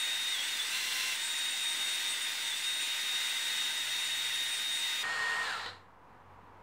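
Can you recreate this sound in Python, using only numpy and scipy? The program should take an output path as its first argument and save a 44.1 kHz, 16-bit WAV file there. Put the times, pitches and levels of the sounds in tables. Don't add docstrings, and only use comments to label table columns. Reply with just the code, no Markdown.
import sys
import numpy as np
from scipy import signal
from scipy.fft import rfft, irfft, next_fast_len
from scipy.io import wavfile

SR = 44100
rng = np.random.default_rng(int(sys.argv[2]) if len(sys.argv) > 2 else 0)


def inscribe(sig):
    pcm = np.round(np.clip(np.atleast_2d(sig).T, -1, 1) * 32767)
    wavfile.write(sys.argv[1], SR, pcm.astype(np.int16))


N = 291942
T = np.arange(N) / SR
HURRY_ENDS_S = 5.031
USUAL_ROTOR_HZ = 155
RELEASE_S, LOCK_S = 5.443, 5.688
AFTER_RELEASE_S, AFTER_LOCK_S = np.maximum(T - RELEASE_S, 0), np.maximum(T - LOCK_S, 0)
LATE_SIDE_DB = -5

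# f/Hz, level per Hz/dB
NOISE_HURRIED = [(88, -67), (150, -33), (296, -25), (574, -23.5), (608, -27), (915, -12.5), (1160, -18.5),
                 (1990, -9), (3110, -10.5), (3640, -3.5), (4420, -11), (7470, -19), (8390, -16),
                 (11200, -28.5), (15600, -36.5)]


def from_db(db):
    return 10 ** (np.asarray(db) / 20)


def in_time(rows):
    s, *columns = np.transpose(rows)
    return [np.interp(T, s, column) for column in columns]


def at_hz(points, hz):
    table_hz, table_db = np.transpose(points)
    return np.interp(np.log(hz), np.log(table_hz), table_db)


def drift(rate_hz):
    r = np.exp(-2 * np.pi * rate_hz * 40 / SR)
    white = rng.standard_normal(N // 40 + 2002)
    slow = signal.lfilter([1], [1, -2 * r, r * r], white)[2000:]
    return np.interp(np.arange(N) / 40, np.arange(len(slow)), slow / slow.std())


def spliced(hurried, natural):
    return np.where(np.arange(N) < HURRY_ENDS_S * SR, hurried, natural)


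def coloured(db_of_hz):
    size = next_fast_len(N)
    hz = np.maximum(np.arange(size // 2 + 1) * SR / size, 1)
    noise = irfft(rfft(rng.standard_normal(size)) * from_db(db_of_hz(hz)), size)[:N]
    return noise / noise.std()


def body_db(hz):
    # f/Hz, width/Hz, level above the noise/dB
    body_modes = [(476, 23, -5), (764, 87, 7), (1006, 120, 6.5), (1100, 30, 1), (1355, 72, 6.5),
                  (1471, 23, 8.5), (1694, 16.6, 6), (2180, 19, -1.5), (2510, 170, -4), (2880, 24, 8.5),
                  (3120, 150, 2), (4110, 320, -3.5), (5940, 1150, -4), (7060, 300, 3.5), (8420, 5200, 12),
                  (9800, 1200, -2), (14000, 6900, 25.5), (15300, 2000, 9), (1980, 120, -3.5),
                  (1633, 60, 0.5)]
    return sum(level_db / (1 + (2 * (hz - centre_hz) / width_hz) ** 2)
               for centre_hz, width_hz, level_db in body_modes)


def rotor_hz():
    # t/s, f/Hz
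    feed_speed = [(0, 309.3), (.3, 309.2), (.65, 307.2), (1.2, 308.4), (1.29, 310.8), (1.53, 310.8),
                  (1.78, 307.5), (1.99, 309.9), (2.05, 308), (2.34, 307.2), (2.64, 308.6), (2.8, 310.6),
                  (3, 309.7), (4.4, 309.7), (4.6, 309.1), (5.03, 309.3)]
    # start/s, hold/s, ease-off/s, target speed change/Hz
    load_changes = [(.332, .088, .007, -35.4), (.581, .017, .025, -32.3), (.696, .401, .046, 36.8),
                    (1.157, .011, .011, -22), (2.13, .007, .017, -18.3), (2.506, .02, .009, -33.3),
                    (2.586, .012, .008, -8)]
    lag_s, brake_hz_per_s = .022, 370
    load_hz = sum(hz * (T > s) * np.clip((s + hold_s + ease_s - T) / ease_s, 0, 1)
                  for s, hold_s, ease_s, hz in load_changes)
    r = np.exp(-1 / (lag_s * SR))
    hurried_hz = in_time(feed_speed)[0] + signal.lfilter([1 - r], [1, -r], load_hz + 1e-18)
    braking_s = np.clip(T - RELEASE_S, 0, LOCK_S - RELEASE_S)
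    return spliced(hurried_hz, hurried_hz / 2 - brake_hz_per_s * braking_s)


def drill():
    spin_up = .085
    cutting_db, free_gain_db = -37, 1.5
    coast_s, coast_db_per_s, locked_db_per_s = .051, 32, 128
    speed_hz = rotor_hz()
    angle = 2 * np.pi * np.cumsum(speed_hz * (1 + .0004 * drift(25))) / SR
    speed_ratio = speed_hz / spliced(2 * USUAL_ROTOR_HZ, USUAL_ROTOR_HZ)
    free = np.clip((speed_ratio - 1) / spin_up, 0, 1)
    noise_db = cutting_db + free_gain_db * free
    noise_db = noise_db - coast_db_per_s * np.maximum(AFTER_RELEASE_S - coast_s, 0)
    noise_db = noise_db - locked_db_per_s * AFTER_LOCK_S
    tones = gear_tones(speed_hz, speed_ratio, angle, free)
    tones += faint_tones(speed_ratio, angle, free, noise_db)
    noise = cutting_noise(speed_ratio, angle, noise_db) + free_buzz(free) + braking_rattle()
    return tones * (T < LOCK_S), noise


def tone(order, db, flicker_db, rate_hz, angle, free):
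    steadied = .6
    level_db = db + flicker_db * (1 - steadied * free) * drift(rate_hz)
    return np.sqrt(2) * from_db(level_db) * np.sin(order * angle + rng.uniform(0, 2 * np.pi))


def gear_tones(speed_hz, speed_ratio, angle, free):
    # t/s, order 12 level before release/dB, order 28 level before braking/dB
    whine = [(0, -37, -47.5), (.22, -41, -63), (.31, -38, -49), (.42, -39.5, -52), (.48, -46, -48),
             (.54, -34.5, -54), (.575, -51, -48), (.6, -34, -46), (.63, -41, -50), (.68, -46, -51),
             (.8, -44.5, -57.5), (1.1, -48, -55), (1.18, -42.5, -50.5), (1.25, -38.5, -44.5),
             (1.5, -38.5, -45), (1.6, -41, -52), (1.68, -36.5, -46), (1.77, -41, -50), (1.84, -37.5, -49),
             (2.03, -41.5, -55), (2.11, -38, -43.5), (2.18, -44, -50), (2.24, -38, -49), (2.36, -47, -58),
             (2.47, -40, -47), (2.535, -38, -51), (2.6, -48, -50), (2.67, -36, -47.5), (2.74, -40.5, -53),
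             (2.83, -38.5, -45), (2.9, -40, -57), (3.6, -38.5, -54), (4.45, -39.5, -57), (4.55, -41, -48.5),
             (4.67, -37.5, -60.5), (4.74, -39, -49), (4.9, -40, -58), (5.05, -39.5, -55), (5.2, -39, -54),
             (5.41, -36, -56), (5.435, -40, -53), (5.46, -34.5, -45)]
    # order (rounded in use), usual level/dB, share of order 28's swing, gain when free/dB
    followers = [(26.1, -52, 0.45, -3), (23.1, -55, 0.5, 1), (22.13, -58.5, 0.36, 6.5),
                 (8.013, -55, 0.27, 12.5), (24.2, -68, .1, 10), (3, -62.5, .1, 4.5)]
    usual_mesh_db, usual_28_db = -38, -52
    order_16_db, against_mesh = -61.5, .94
    mesh_hold_s, mesh_fade_db_per_s, mesh_drop_db = .091, 220, -6.5
    mesh_rings = .63
    released = AFTER_RELEASE_S > 0
    slowed = np.clip(1 - speed_ratio, 0, 1)
    braked = spliced(0, slowed)
    mesh_db, db_28 = in_time(whine)
    db_16 = order_16_db + against_mesh * (usual_mesh_db - mesh_db) - 7 * free - 90 * braked
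    sweep_db = mesh_drop_db + mesh_rings * (body_db(12 * speed_hz) - body_db(12 * USUAL_ROTOR_HZ))
    sweep_db = sweep_db - mesh_fade_db_per_s * np.maximum(AFTER_RELEASE_S - mesh_hold_s, 0)
    tones = tone(12, mesh_db + released * sweep_db, 1.3 + 3 * released, 25, angle, free)
    tones += tone(16, db_16, 5, 40, angle, free)
    tones += tone(28, db_28 - 90 * braked, 3.5, 25, angle, free)
    side_db = spliced(0, LATE_SIDE_DB) - 160 * slowed
    for order, usual_db, share, free_db in followers:
        db = usual_db + share * (db_28 - usual_28_db) + free_db * free + side_db
        tones += tone(round(order), db, 2.76, 19, angle, free)
    return tones


def faint_tones(speed_ratio, angle, free, noise_db):
    faint_orders = [(1, -38), (2, -34), (4, -27), (6, -19.5), (30.88, -27), (32.12, -25), (32.88, -28.5)]
    braked = spliced(0, np.clip(1 - speed_ratio, 0, 1))
    tones = np.zeros(N)
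    for order, db in faint_orders:
        usual_hz = 2 * USUAL_ROTOR_HZ * order
        shift_db = at_hz(NOISE_HURRIED, usual_hz * speed_ratio) - at_hz(NOISE_HURRIED, usual_hz)
        housing_db = np.minimum(shift_db, 1) - 20 * braked
        level_db = noise_db + db + housing_db + spliced(0, LATE_SIDE_DB)
        tones += tone(order, level_db, 3.86, 13.4, angle, free)
    return tones


def cutting_noise(speed_ratio, angle, noise_db):
    # f/Hz, level per Hz/dB
    noise_natural = [(88, -57), (150, -18), (353, -24.5), (454, -5), (585, -14.5), (1010, -5), (1580, -6),
                     (1810, 1), (2070, -5), (4170, -13.5), (5580, -22.5), (8560, -35), (15600, -69.5)]
    throb = .12
    fan_hz, fan_power = 2400, .9
    hiss = spliced(coloured(lambda hz: at_hz(NOISE_HURRIED, hz) + body_db(hz / 2)),
                   coloured(lambda hz: at_hz(noise_natural, hz) + body_db(hz)))
    fan = spliced(*(signal.sosfiltfilt(signal.butter(2, fan_hz * pace, "high", fs=SR, output="sos"), hiss)
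                    for pace in (2, 1)))
    hiss += (speed_ratio ** fan_power - 1) * fan
    return from_db(noise_db + .5 * drift(2.2)) * (1 + throb * np.sin(angle)) * hiss


def garage(x):
    t60_s, wall_cut_hz = .38, 3600
    size = next_fast_len(N + SR)
    hz = np.arange(size // 2 + 1) * SR / size
    lags_s, sound, paces = rng.uniform(.015, .045, 10), rfft(x, size), []
    for pace in (2, 1):
        decay_s = t60_s / (1 + (hz / pace / wall_cut_hz) ** 2)
        loops = [from_db(-60 * lag_s / decay_s) * np.exp(-2j * np.pi * hz * lag_s / pace)
                 for lag_s in lags_s]
        echo = sum((-1) ** k * loop / (1 - loop) for k, loop in enumerate(loops)) / np.sqrt(10)
        paces.append(irfft(sound * echo, size)[:N])
    return spliced(*paces)


def street():
    return tyre_roar() + engine_drones() + idling_engine()


def tyre_roar():
    # f/Hz, level per Hz/dB
    street_spectrum = [(15, -35), (30, -30), (50, -8.5), (75, -17.5), (105, -6.5), (160, -7), (290, -9),
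                       (350, -10), (497, -7), (617, -12.5), (760, -5.5), (980, -1.5), (1240, -8),
                       (5000, -37), (15600, -50.5)]
    roar = spliced(from_db(-.5) * coloured(lambda hz: at_hz(street_spectrum, hz / 2)),
                   coloured(lambda hz: at_hz(street_spectrum, hz)))
    return from_db(-55.5 + 1.2 * drift(3)) * roar


def engine_drones():
    # start/s, end/s, f at start/Hz, f at end/Hz, mean level/dB
    drones = [(0, 1.398, 78, 74, -81.5), (0, 1.2, 120, 111.6, -77.5), (1.6, 2.9, 140, 128.3, -77),
              (3.7, 4.935, 118, 107.8, -72)]
    out = np.zeros(N)
    for start_s, end_s, from_hz, to_hz, db in drones:
        part = np.clip((T - start_s) / (end_s - start_s), 0, 1)
        swell = np.minimum(8 * np.minimum(part, 1 - part), 1) * from_db(db + 2.5 * drift(4))
        hz = from_hz + (to_hz - from_hz) * part
        out += np.sqrt(2) * swell * np.sin(2 * np.pi * np.cumsum(hz) / SR)
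    return out


def idling_engine():
    # t/s, f/Hz, level/dB
    idler = [(5.03, 96.4, -66.5), (5.3, 94, -70), (5.55, 94, -68), (5.7, 92.3, -58), (5.9, 93.6, -71),
             (6.15, 92, -74), (6.3, 93.4, -61), (6.45, 92.4, -66), (6.62, 91.4, -65)]
    # t/s, level/dB
    idler_half = [(5.03, -79), (5.8, -83), (6.0, -74), (6.62, -70)]
    hz, db = in_time(idler)
    half_db = in_time(idler_half)[0]
    angle = 2 * np.pi * np.cumsum(hz) / SR
    full = from_db(db) * np.sin(angle)
    half = from_db(half_db) * np.sin(angle / 2)
    return spliced(0, np.sqrt(2) * (full + half))


def free_buzz(free):
    # f/Hz, width/Hz, relative level/dB
    buzz_bands = [(3640, 600, 0), (5700, 730, -5)]
    buzz = coloured(lambda hz: 10 * np.log10(sum(
        from_db(2 * db) / (1 + (2 * (hz - mid_hz) / width_hz) ** 4) for mid_hz, width_hz, db in buzz_bands)))
    return from_db(-45 + 1.2 * drift(30)) * free * buzz


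def braking_rattle():
    rattle_hz, width_hz = (4020, 990)
    rise_s, fade_db_per_s = .03, 210
    rattle = coloured(lambda hz: -20 * np.log10(1 + (2 * (hz - rattle_hz) / width_hz) ** 2))
    rattle *= np.clip((T - RELEASE_S) / rise_s + 1, 0, 1) ** 2
    return from_db(-47 - fade_db_per_s * AFTER_LOCK_S + drift(30)) * rattle


def chuck():
    # t/s, level/dB
    knocks = [(5.662, -33), (5.69, -44)]
    # f/Hz, relative level/dB, t60/s
    chuck_modes = [(490, -1, 0.11), (990, 2, 0.054), (1450, -2, .04), (1950, 8.5, 0.043), (3080, 4, .04),
                   (3970, 1, 0.049), (4420, -4, 0.036)]
    crack_cut_hz, crack_t60_s = 4800, .03
    dull = signal.butter(4, crack_cut_hz, fs=SR, output="sos")
    out = np.zeros(N)
    for s, knock_db in knocks:
        t = np.arange(N - round(s * SR)) / SR
        rings = sum(from_db(db - 9.5) * np.sin(2 * np.pi * hz * t) * from_db(-60 * t / t60_s)
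                    for hz, db, t60_s in chuck_modes)
        crack = from_db(-3) * rng.standard_normal(len(t)) * from_db(-60 * t / crack_t60_s)
        out[-len(t):] += from_db(knock_db) * (rings + signal.sosfilt(dull, crack))
    return out


def scene():
    tones, noise = drill()
    noise = noise + chuck()
    echo = garage(from_db(-8.5) * noise + from_db(-12) * tones)
    mic_hiss = from_db(-86) * rng.standard_normal(N)
    mono = tones + noise + echo + street() + mic_hiss
    return np.stack([mono, mono])


def record(dry):
    return signal.sosfilt(signal.ellip(12, .5, 75, 15680, fs=SR, output="sos"), dry) + .0006


dry = scene()
out = record(dry)
inscribe(out)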